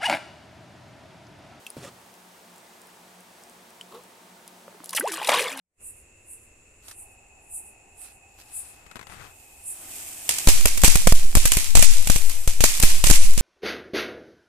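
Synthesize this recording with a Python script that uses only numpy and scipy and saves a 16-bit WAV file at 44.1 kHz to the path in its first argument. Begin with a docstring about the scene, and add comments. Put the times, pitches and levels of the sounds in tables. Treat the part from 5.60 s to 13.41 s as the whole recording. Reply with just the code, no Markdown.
"""A handheld pencil firework shoots stars that burst in uneven cracks and thumps, in a paved yard at night.
Each burst leaves a sizzle of sparks between the walls. Before that, the tip sputters in a flame, fingers
shift on the phone, and a jet of gas starts to hiss. The blasts overload the microphone; each channel's
signal lurches, swings slowly back and chokes the hiss. Behind it all, crickets and bush crickets call."""
import sys
import numpy as np
from scipy import signal
from scipy.fft import rfft, irfft, next_fast_len
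from scipy.io import wavfile

SR = 44100
rng = np.random.default_rng(int(sys.argv[2]) if len(sys.argv) > 2 else 0)


def digitize_waveform(pressure):
    """Quantize a signal to 16-bit integers and store it at the path in sys.argv[1].

    Rows of a 2-D input are taken as channels; values are limited to [-1, 1].
    """
    field = np.atleast_2d(pressure).T
    bounded = np.clip(field, -1, 1)
    quanta = np.round(bounded * 32767).astype(np.int16)
    wavfile.write(sys.argv[1], SR, quanta)


N = 344421
T = np.arange(N) / SR


# How strong a crack is from low to high pitch: f/Hz, level/dB
CRACK_TONE = [(100, -49), (500, -8.5), (1000, -3.5), (1600, -7), (2500, 5), (3600, 0), (5500, 2),
              (7800, 7.5), (11000, 2), (14000, -3.5)]
# Bursting stars; each layer adds its own gain: t/s, crack level/dB, thump level/dB, sizzle level/dB
BURSTS = [(4.6916, -12.5, -70, -24.5), (4.7852, -20.5, -75, -50), (4.873, -12.5, -20.5, -21),
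          (4.886, -10.5, -23, -22), (5.0562, -11, -21.5, -24.5), (5.1755, -21, -39, -51),
          (5.2172, -23, -55, -32.5), (5.2361, -9.5, -14.5, -18), (5.2453, -8, -21, -18),
          (5.279, -12, -27, -41), (5.3557, -13.5, -26, -43), (5.4718, -12.5, -11.5, -23.5),
          (5.5234, -15, -20.5, -32), (5.7526, -13, -20.5, -22.5), (5.771, -22.5, -25.5, -34),
          (5.8548, -12.5, -27, -26), (5.919, -11, -32.5, -26), (5.9697, -15, -30.5, -25),
          (6.153, -11.5, -19, -16), (6.1725, -16.5, -23.5, -29), (6.1933, -14.5, -27, -43),
          (6.225, -9, -23, -20), (6.4725, -18, -36, -37), (6.499, -14.5, -21.5, -24),
          (6.56, -18.5, -30.5, -49), (6.696, -25.5, -46, -36), (6.876, -19, -31, -29.5),
          (7.0063, -16, -29.5, -25.5), (7.0389, -6.5, -14.5, -18), (7.1998, -17, -36.5, -48),
          (7.226, -14, -32.5, -23.5), (7.235, -16, -22, -20.5), (7.44, -12.5, -25.5, -20),
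          (7.4692, -14, -32.5, -25), (7.4999, -11, -21, -20.5), (7.51, -8, -17.5, -19.5),
          (7.7773, -21, -33, -27)]
def cracks(snap_s=0.0017, paving_db=-2, repeat_db=-9.5, wall_db=-12, gain_db=7, tint_db=2.0):
    """A star snaps, each with its own tone; the paving and then the walls throw the snap back."""
    out, t = np.zeros((2, N)), T[:SR // 16]
    noise = stereo_noise(CRACK_TONE, shared_hz=1520)
    tint_hz = np.geomspace(400, 12000, 8)
    for (s, db, _, _), chance in zip(BURSTS, rng.random((len(BURSTS), 13))):
        snap = (undb(db + gain_db) * np.exp(-t / snap_s)) ** 2
        power = np.zeros(2 * len(t))
        add(power, 0, snap)
        add(power, .0018 + 0.0024 * chance[0], snap * undb(paving_db) ** 2)
        # every crack repeats, weaker, about 18 ms later
        add(power, 0.018 + 0.004 * (chance[1] - .5), snap * undb(repeat_db) ** 2)
        for wall in chance[2:5]:
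            add(power, 0.0044 + 0.028 * wall, snap * undb(wall_db) ** 2)
        tint = np.column_stack([tint_hz, tint_db * (2 * chance[5:] - 1)])
        grain = noise[:, int(s * SR) - len(power):int(s * SR)]
        add(out, s, np.sqrt(power) * shape_tone(grain, tint))
    return out


# The dull tone of a thump: f/Hz, level/dB
THUMP_TONE = [(50, -28), (180, 7), (320, -1), (550, 2), (850, -2.5), (1400, -5.5), (2200, -8.5),
              (5000, -22)]
def thumps(gain_db=35, echo_db=-4, spread_s=0.00597):
    """A star's puff of gas gives the air a blunt push, which bounces off paving and body."""
    pulses = np.zeros((2, N))
    for (s, _, db, _), chance in zip(BURSTS, rng.random((len(BURSTS), 8))):
        pulses[:, int((s + .0005) * SR)] += undb(db + gain_db)
        for side, echoes in zip(pulses, chance.reshape(2, -1)):
            at = ((s + 0.001003 + spread_s * echoes) * SR).astype(int)
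            side[at] += undb(db + gain_db + echo_db) * (-1) ** np.arange(len(at))
    return shape_tone(pulses, THUMP_TONE)


# The bright tone of the sparks: f/Hz, level/dB
SIZZLE_TONE = [(100, -4), (500, -14), (900, -10), (1500, -10), (2400, 0), (3500, -3.5), (5000, -1.5),
               (7500, 0.5), (10000, -0.5), (14000, -13.5)]
def sizzle(fast_s=0.035, slow_s=0.07, slow_share=0.35, gain_db=1, ticks_per_s=70, tick_db=-12):
    """After each burst, tiny sparks crackle out in spurts and melt into the echo of the yard."""
    fast, slow, t = np.zeros(N), np.zeros(N), T[:SR]
    for s, _, _, db in BURSTS:
        rise = undb(db + gain_db) ** 2 * (1 - np.exp(-t / 0.002))
        add(fast, s, rise * np.exp(-t / fast_s))
        add(slow, s, rise * np.exp(-t / slow_s))
    sparks = unit(undb(-wander(1000) - 0.5 * wander(190) + 0.7 * wander(40)))
    # now and then a larger spark ticks on its own
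    big_sparks = (rng.random(N) < ticks_per_s / SR) * rng.random(N)
    tick_fade = np.exp(-1 / (0.00019 * SR))
    ticks = undb(tick_db) * unit(signal.lfilter([1], [1, -tick_fade], big_sparks))
    early = (1 - slow_share) * fast * sparks ** 2
    late = slow * (slow_share * sparks + ticks ** 2)  # echoes overlap, so this is less grainy
    return np.sqrt(early + late) * stereo_noise(SIZZLE_TONE, shared_hz=300)


# The tone of the hissing gas: f/Hz, level/dB
JET_TONE = [(150, -7.5), (330, -6.5), (1400, -14.5), (2500, -2), (4000, -9.5), (6000, -4.5), (8300, 4),
            (11000, -2.5), (14000, -5)]
def gas_jet(full_burn_s=4.347, catch_db_per_s=33, fade_db_per_s=0.7, hiss_db=-37.5, flame_db=-54.5):
    """Gas hisses from the tube over the soft rush of the flame; it catches fast, then slowly weakens."""
    grains = unit(undb(.5 * wander(45) + 2.0 * wander(1700)))
    hiss = undb(hiss_db) * grains * stereo_noise(JET_TONE, shared_hz=1800)
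    rush = stereo_noise([(120, -10), (200, -7), (310, 2.5), (450, -12), (700, 0.5), (1050, -7.5),
                         (1500, -6.5), (4000, -20.5)], shared_hz=3000)
    age = T - full_burn_s
    surges_db = 2.5 * wander(5)
    burn = undb(np.minimum(catch_db_per_s * age, -fade_db_per_s * age) + surges_db)
    flare = swell(peak_s=4.24, db=-57, half_s=0.055)  # the flame flares as it catches
    return burn * (hiss + undb(flame_db) * rush) + flare * rush


# How the microphone's two ports (sound holes) differ: f/Hz, left minus right level/dB
PORT_BALANCE = [(300, 2.5), (2400, 0), (4400, -0.5), (7800, -7), (9500, -2.5), (12000, 11), (14500, 9.5)]
def port_tone(sound):
    """Each microphone port changes the tone of the firework in its own way, mostly the highs."""
    return np.array([shape_tone(side, [(hz, sign * db / 2) for hz, db in PORT_BALANCE])
                     for side, sign in zip(sound, (1, -1))])


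def overload_swing(swing_hz=4.2, rise_s=0.0013, settle_s=0.184, right_share=0.55):
    """A blast overloads the microphone's amplifier; each channel's signal lurches and swings back."""
    out, t = np.zeros((2, N)), T[:SR]
    fade = (1 - np.exp(-t / rise_s)) * np.exp(-t / settle_s)
    for (s, _, thump_db, _), (force, pace) in zip(BURSTS, rng.uniform(-1.06, 1, (len(BURSTS), 2, 2, 1))):
        jolt = np.interp(thump_db, [-39, -21], [0, 0.87])  # weak thumps do nothing, big ones hit a limit
        direction = 1 if out[:, int(s * SR)].sum() < 0 else -1
        shares = np.array([[1], [right_share]]) + 0.7 * force
        swing = np.cos(2 * np.pi * swing_hz * (1 + 0.31 * pace) * t)
        add(out, s, direction * jolt * shares * fade * swing)
    wobble = stereo_noise([(25, 3.0), (60, -11.5), (150, -26.5), (400, -59), (3000, -90)], shared_hz=14)
    return out * (1 + 0.12 * wobble)


# Soft puffs from the tip, and a brief swish near 2.8 s: loudest t/s, level/dB, half length/s
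TIP_PUFFS = [(1.28, -52, 0.034), (2.455, -51.5, 0.045), (2.8, -51.5, 0.013), (2.998, -53, 0.16)]
# Sharper spits, and a tick near 2.8 s: t/s, level/dB, fade time/s
TIP_SPITS = [(1.282, -41.5, .009), (1.312, -39.5, 0.0095), (2.814, -47, .005)]
def sputter(grain_db=3.5):
    """Held in the flame, the tip gives short gritty hisses and spits before the powder catches; near 2.8 s a
    brief swish and tick join in."""
    level, t = sum(swell(*puff) for puff in TIP_PUFFS), T[:SR // 8]
    for s, db, fade_s in TIP_SPITS:
        add(level, s, undb(db) * np.exp(-t / fade_s))
    hiss = stereo_noise([(300, -7), (900, 2.5), (1800, 2), (3000, -0.5), (5000, 1.0), (9000, 0),
                         (14000, -2)], shared_hz=1500)
    return level * unit(undb(grain_db * wander(1200))) * hiss


# Finger taps: t/s, level/dB
FINGER_TAPS = [(3.264, -49), (3.313, -41.5), (3.357, -37), (3.366, -40), (3.393, -39), (3.412, -42.5),
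               (3.428, -44), (3.469, -42), (3.498, -50)]
# Skin sliding on the case: loudest t/s, level/dB, half length/s
FINGER_RUBS = [(3.303, -62, 0.22), (3.528, -48.5, 0.024), (3.631, -47.5, 0.048)]
# The tone of the phone case: f/Hz, level/dB
CASE_TONE = [(40, 5), (130, 6), (300, -5), (700, -4.5), (1300, -0.5), (2000, -3.5), (4000, -13),
             (7000, -16), (14000, -23)]
def fingers(tap_fade_s=0.0051, grit_db=2.5):
    """Fingers tap and drag on the phone case, mostly beside the left port."""
    taps, t = np.zeros((2, N)), T[:SR // 8]
    for s, db in FINGER_TAPS:
        add(taps, s, undb(db) * pan(left_db=16.5) * np.exp(-t / tap_fade_s))
    grit = unit(undb(grit_db * wander(1100)))
    drag = sum(swell(*rub) for rub in FINGER_RUBS) * pan(left_db=12) * grit
    return (taps + drag) * stereo_noise(CASE_TONE, shared_hz=300)


# Bush cricket chirps: loudest t/s, level/dB, left minus right level/dB
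BUSH_CHIRPS = [(0.273, -38.5, -3), (0.723, -42, -2), (1.296, -48.5, -2), (1.406, -43.5, -1),
               (1.96, -33.5, -1), (2.426, -42, -5), (2.979, -32.5, 4), (3.523, -54, 1), (4.097, -31.5, -1)]
# The three beats of a chirp: t/s from the loudest, level/dB next to the loudest
CHIRP_BEATS = [(-0.11, -26), (0, 0), (0.113, -15)]
def bush_crickets(half_s=0.03, teeth_per_s=800):
    """Tiny teeth scrape across a wing and make it ring in a high, swelling rasp."""
    level = sum(pan(left_db) * swell(s + lag_s, db + beat_db, half_s)
                for s, db, left_db in BUSH_CHIRPS for lag_s, beat_db in CHIRP_BEATS)
    wing = stereo_noise([(5000, -60), (6700, -20.5), (7800, -5.0), (9200, -0.5), (10400, -3.5),
                         (11600, -10.5), (14000, -22)], shared_hz=3000)
    teeth = unit(undb(wander(teeth_per_s)))
    return yard_echo(level * wing * teeth)


def yard_echo(sound, ring_s=0.43, echo_db=-12.0):
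    """Walls and paving add a blur of echoes that dies away by 60 dB in ring_s."""
    t = T[:SR]
    tail = rng.standard_normal((2, SR)) * undb(-60 * t / ring_s) * (t > .008)
    tail /= np.sqrt(np.sum(tail ** 2, axis=1, keepdims=True))
    return sound + undb(echo_db) * signal.fftconvolve(sound, tail, axes=1)[:, :N]


# The tone of the distant rumble: f/Hz, level/dB
RUMBLE_TONE = [(25, 0.5), (90, 1.5), (150, -12.5), (380, -8.5), (600, -13), (1100, -20), (1600, -22),
               (2200, -17.5), (3300, -31), (5000, -31.5), (8000, -18), (14000, -40)]
# Steady night callers: f/Hz, width/Hz, level/dB, start t/s, pulse rate/Hz, pulse depth (0 = no pulsing)
NIGHT_CALLERS = [(2627, 190, -63, 0.12, 150, 0), (2549, 51, -62.5, 1.38, 89, 0),
                 (7290, 760, -62.5, 0.1, 54, 0.14), (778, 162, -63, 1.335, 3.5, 0.1)]
def night(rumble_db=-57.5):
    """Far crickets and a soft drone each hold one pitch over a low, distant rumble."""
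    out = undb(rumble_db + 0.24 * wander(7.0)) * stereo_noise(RUMBLE_TONE, shared_hz=1100)
    for hz, width_hz, db, start_s, rate, depth in NIGHT_CALLERS:
        band = [(hz * np.exp(k * width_hz / hz), -40 * np.log10(1 + k * k))
                for k in np.linspace(-8, 8, 33)]
        pulsing = 1 + depth * np.cos(2 * np.pi * rate * T + 0.56 * wander(4.2))
        call = unit(stereo_noise(band, shared_hz=hz) * pulsing)
        out += undb(db) * call * np.clip((T - start_s) / 0.081, 0, 1)
    return out


def undb(db):
    """Turn decibels into a number to multiply by."""
    return 10 ** (np.asarray(db) / 20)


def unit(x):
    """Scale to an average strength (rms) of 1."""
    return x / np.sqrt(np.mean(x ** 2))


def shape_tone(x, points):
    """Turn pitches up or down along a line of (f/Hz, level/dB) points."""
    hz, db = np.transpose(points)
    size = next_fast_len(x.shape[-1], True)
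    f = np.maximum(np.arange(size // 2 + 1) * SR / size, 1)
    gain = undb(np.interp(np.log(f), np.log(hz), db))
    return irfft(rfft(x, size) * gain, size)[..., :x.shape[-1]]


def stereo_noise(points, shared_hz):
    """Noise with a tone of (f/Hz, level/dB) points, alike in both ears below shared_hz."""
    mid, side = rng.standard_normal((2, N))
    side = signal.sosfilt(signal.butter(1, shared_hz, "high", fs=SR, output="sos"), side)
    return unit(shape_tone(np.array([mid + side, mid - side]), points))


def wander(per_s):
    """Glide between random values, per_s of them each second."""
    return np.interp(T * per_s, np.arange(N // 8), rng.standard_normal(N // 8))


def swell(peak_s, db, half_s):
    """A level that rises smoothly to its peak and falls again."""
    return undb(db) * np.exp(-((T - peak_s) / half_s) ** 2 / 2)


def pan(left_db):
    """Left and right gains that make the left side louder by left_db."""
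    return undb(np.array([[.5], [-.5]]) * left_db)


def add(track, start_s, piece):
    """Mix a piece into a track."""
    i = int(start_s * SR)
    piece = piece[..., :max(N - i, 0)]
    track[..., i:i + piece.shape[-1]] += piece


def scene():
    """The firework in its yard; the quieter sounds fade in at the start."""
    firework = port_tone(cracks() + thumps() + sizzle() + gas_jet()) + overload_swing()
    fade_in = undb(np.interp(T, [0, .16, .21], [-47, -25, 0]))
    return firework + fade_in * (night() + bush_crickets() + sputter() + fingers())


def record(dry, limit=.82, hardness=4.9, top_hz=14400):
    """The signal hits its limit, so a big swing chokes the hiss on it; then the highest tones are cut."""
    squashed = dry / (1 + np.abs(dry / limit) ** hardness) ** (1 / hardness)
    return signal.sosfiltfilt(signal.ellip(8, .1, 50, top_hz, fs=SR, output="sos"), squashed)


dry = scene()
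out = record(dry)
digitize_waveform(out)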